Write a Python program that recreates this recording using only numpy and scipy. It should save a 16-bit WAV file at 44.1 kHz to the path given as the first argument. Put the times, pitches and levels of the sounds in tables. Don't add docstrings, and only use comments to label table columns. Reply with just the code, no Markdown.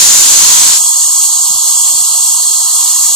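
import sys
import numpy as np
from scipy import signal
from scipy.fft import rfft, irfft, next_fast_len
from scipy.io import wavfile

SR = 44100
rng = np.random.default_rng(int(sys.argv[2]) if len(sys.argv) > 2 else 0)


def unload_wav(signal):
    wavfile.write(
        sys.argv[1],
        SR,
        np.round(np.clip(np.atleast_2d(signal).T, -1, 1) * 32767).astype(np.int16),
    )


def how_loud(loudness_db):
    steps = np.asarray(loudness_db, float) / 20
    return 10 ** steps


N = 138915


def in_time(rows):
    s, *columns = np.transpose(rows)
    return [np.interp(np.arange(N) / SR, s, column) for column in columns]


def at_hz(points, hz):
    table_hz, values = np.array(points).T[:2]
    return np.interp(np.log(hz), np.log(table_hz), values)


def drift(rate_hz):
    pole = np.exp(-80 * np.pi * rate_hz / SR)
    noise = rng.standard_normal(N // 40 + 2002)
    slow = signal.lfilter([1], [1, -2 * pole, pole * pole], noise)[2000:]
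    return np.interp(np.arange(N) / 40, np.arange(len(slow)), slow / slow.std())


def turbulence(shape, pan_db, alike):
    # frequency in Hz, phase in radians.
    port_lead = [(2500, .1), (4400, .3), (6000, 1.3), (7500, 1.4), (8500, 2.4), (10500, 3.2), (14500, 3.5)]
    size = next_fast_len(N)
    hz = np.arange(size // 2 + 1) * SR / size + 1
    shared, left, right = rfft(rng.standard_normal((3, size)))
    half_lead = np.exp(.5j * at_hz(port_lead, hz))
    alike = np.clip(alike, 0, 1)
    common, own = np.sqrt(alike) * shared, np.sqrt(1 - alike)
    pair = np.array([common * half_lead + own * left, common / half_lead + own * right])
    out = irfft(pair * shape(hz), size)[:, :N]
    return out / out.std() * how_loud(np.array([[pan_db / 2], [-pan_db / 2]]))


def resonance(centre_hz, width_hz):
    return lambda hz: 1 / (1 + ((hz - centre_hz ** 2 / hz) / width_hz) ** 2)


def rings(table, slow_db, fast_db, turn):
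    # frequency in Hz, change in dB.
    tip_effect = [(590, 3), (1000, 0.5), (1900, 0), (4300, 1), (6500, -1), (8000, -1.5), (10300, 3.5),
                  (13300, 4)]
    out = 0
    for centre_hz, width_hz, db, pan_db, alike in table:
        db = db + turn * at_hz(tip_effect, centre_hz)
        db = db + slow_db * drift(1.8) + fast_db * drift(17)
        out = out + how_loud(db) * turbulence(resonance(centre_hz, width_hz), pan_db, alike)
    return out


def air_jet():
    # frequency in Hz, density in dB per Hz.
    jet_colour = [(35, -55), (60, -37), (678, -28.5), (978, -17), (2230, -18.5), (4230, -8), (4960, -7),
                  (7000, -1.5), (14200, -19.5)]
    # centre in Hz, width in Hz, level in dB, left-right in dB, port likeness 0-1.
    jet_cavities = [(6240, 380, -7, 0.5, .6), (7030, 700, -11.5, -4, 0.3), (7800, 830, -9.5, -4, 0.8),
                    (4222, 310, -14.5, -2, 0.2), (3255, 630, -19, 0.5, 0.4), (994, 250, -24.5, 2, 0.3)]
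    # time in seconds, cavity level in dB.
    jet_depth = [
        (0, -3),
        (.2, -5.5),
        (.35, -1),
        (.6, 3),
        (.68, 0),
        (.75, -6.5),
    ]
    depth_db, = in_time(jet_depth)
    hiss = how_loud(-0.5) * turbulence(lambda hz: how_loud(at_hz(jet_colour, hz)), -0.37, .35)
    return hiss + how_loud(depth_db) * rings(jet_cavities, slow_db=2.0, fast_db=2.0, turn=0)


def turbine_whine():
    # time in seconds, pitch in Hz, level in dB.
    whine = [
        (0, 7116, -12),
        (.12, 7115, -12),
        (.23, 7116, -12),
        (.29, 7110, -20),
        (.38, 7095, -22),
    ]
    stop_db_per_s, wobble_hz = 150, 2.6
    hz, tone_db = in_time(whine)
    tone_db = tone_db - stop_db_per_s * np.maximum(np.arange(N) / SR - whine[-1][0], 0)
    phase = 2 * np.pi * np.cumsum(hz + wobble_hz * drift(16)) / SR
    level = np.sqrt(2) * how_loud(tone_db + 2.5 + 1.5 * drift(21))
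    tone = level * np.sin(phase + np.array([[.3], [-.3]]))
    return tone * how_loud(np.array([[-1.5], [1.5]]))


def handpiece():
    # time in seconds, air level in dB.
    drive_air = [
        (0, -1),
        (.25, -4),
        (.45, -3.5),
        (.65, -6),
        (.74, -6.5),
        (.775, -8.5),
        (.8, -41),
        (.85, -76),
    ]
    air_db, = in_time(drive_air)
    return how_loud(air_db) * air_jet() + turbine_whine()


def suction():
    # time in seconds, flow in dB, turn of the tip -1 to 1.
    suction_flow = [(0, -15, -0.22), (.3, -14, 0.16), (.74, -15.5, -0.55), (.81, -16.5, -0.24),
                    (1.25, -17, -0.043), (1.55, -17, 0.42), (1.75, -16.5, -0.061), (2.1, -16.5, -0.16),
                    (2.35, -17.5, 0.91), (2.62, -18, 1), (2.85, -16.5, 0.71), (3.15, -16.5, 0.34)]
    # frequency in Hz, density in dB per Hz.
    rush_colour = [(100, -44), (500, -42.5), (2350, -46.5), (3750, -21.5), (5200, -13), (7500, -2.5),
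                   (9500, -9), (14500, -15)]
    # centre in Hz, width in Hz, level in dB, left-right in dB, port likeness 0-1.
    tube_rings = [(951, 190, -22.5, 1.5, .4), (1086, 130, -23, 2.5, 0.2), (1283, 130, -28, 0, 0.1),
                  (2869, 260, -29.5, 2, 0.6), (3311, 320, -20.5, 0, 0.6), (4360, 700, -13, -4, .6),
                  (6675, 700, -4, -.5, 0.7), (7570, 560, -7, -4.5, .5), (8295, 800, -2, -3, 0.83),
                  (10320, 700, -16, -2.5, 0.5), (14190, 480, -23, -3.5, .8), (1883, 20, -44.5, -17, 0),
                  (580, 20, -41.5, 2, 0.7), (728, 120, -30.5, 3.5, 0.3)]
    rush_db, makeup_db = 0.5, 5.5
    flow_db, turn = in_time(suction_flow)
    rush = turbulence(lambda hz: how_loud(at_hz(rush_colour, hz)), -2.2, 0.55)
    rush = how_loud(rush_db + 0.96 * drift(6.8)) * rush
    ringing = rings(tube_rings, slow_db=0.73, fast_db=1.15, turn=turn)
    return how_loud(flow_db + makeup_db) * (rush + ringing)


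def room():
    # start in seconds, peak level in dB, pitch in Hz.
    knocks = [
        (1.492, -40, 183),
        (1.539, -42.5, 115.6),
        (1.939, -41.5, 118),
        (2.003, -43, 128),
        (2.493, -43, 386),
        (2.727, -46, 129),
    ]
    hum_hz, hum_db, knock_s, knock_db = 140, -62, 0.035, 15
    out = how_loud(hum_db + 1.2 * drift(5.2)) * turbulence(resonance(hum_hz, 150), -0.42, 0.084)
    t = np.arange(N) / SR
    for start_s, db, hz in knocks:
        age = np.maximum(t - start_s, 0) / knock_s
        swell = age * np.exp(-3 * age ** 2)
        out = out + how_loud(db + knock_db) * swell * np.sin(2 * np.pi * hz * (t - start_s))
    return out


def spectral_grain(x):
    # frequency in Hz, step in dB.
    rounding = [(2300, -9), (3100, -2), (4000, 1.5), (5500, 1.5), (8000, 0), (10000, -1.5), (14000, -2)]
    frame, frame_start, group, fine_lines = 1024, 488, 4, 104
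    mute_db, mid_side_share = -15, .8
    usual_level, step_follows, scatter_db = .35, 0.28, 0.5
    n, k = np.arange(2 * frame), np.arange(frame)
    window = np.sin(np.pi * (n[:, None] + .5) / 2 / frame)
    basis = np.cos(np.pi / frame * np.outer(n + .5 + frame / 2, k + .5)) * window
    basis *= np.sqrt(2 / frame)
    pad = frame - frame_start
    blocks = np.pad(x, ((0, 0), (pad + frame, 2 * frame - (pad + N) % frame))).reshape(2, -1, frame)
    lines = np.concatenate([blocks[:, :-1], blocks[:, 1:]], axis=2) @ basis

    mid_side = rng.random((lines.shape[1], 1)) < mid_side_share

    def rotate(c):
        return np.where(mid_side, np.array([c[0] + c[1], c[0] - c[1]]) / np.sqrt(2), c)

    lines = rotate(lines)
    level = np.sqrt(np.mean(lines ** 2, axis=(0, 2)) + 1e-9)[:, None]
    groups = lines.reshape(2, -1, frame // group, group)
    group_rms = np.sqrt(np.mean(groups ** 2, axis=3))
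    kept = np.repeat(group_rms > how_loud(mute_db) * level, group, axis=2)
    scatter = np.repeat(rng.standard_normal((len(level), frame // 32)), 32, axis=1)
    step = how_loud(at_hz(rounding, (k + .5) * SR / 2 / frame) + scatter_db * scatter)
    step = step * level * (level / usual_level) ** step_follows
    coarse = np.sign(lines) * np.floor(np.abs(lines / step) ** .75 + .4054) ** (4 / 3) * step
    back = rotate(np.where(k < fine_lines, lines * kept, coarse)) @ basis.T
    out = back[:, 1:, :frame] + back[:, :-1, frame:]
    return out.reshape(2, -1)[:, pad:pad + N]


def scene():
    return handpiece() + suction() + room()


def top_cut(x):
    return signal.sosfilt(signal.butter(12, 14480, fs=SR, output="sos"), x)


def record(dry):
    overloaded = np.clip(dry, -0.89, 0.89)
    mix = spectral_grain(overloaded)
    return top_cut(mix)


dry = scene()
out = record(dry)
unload_wav(out)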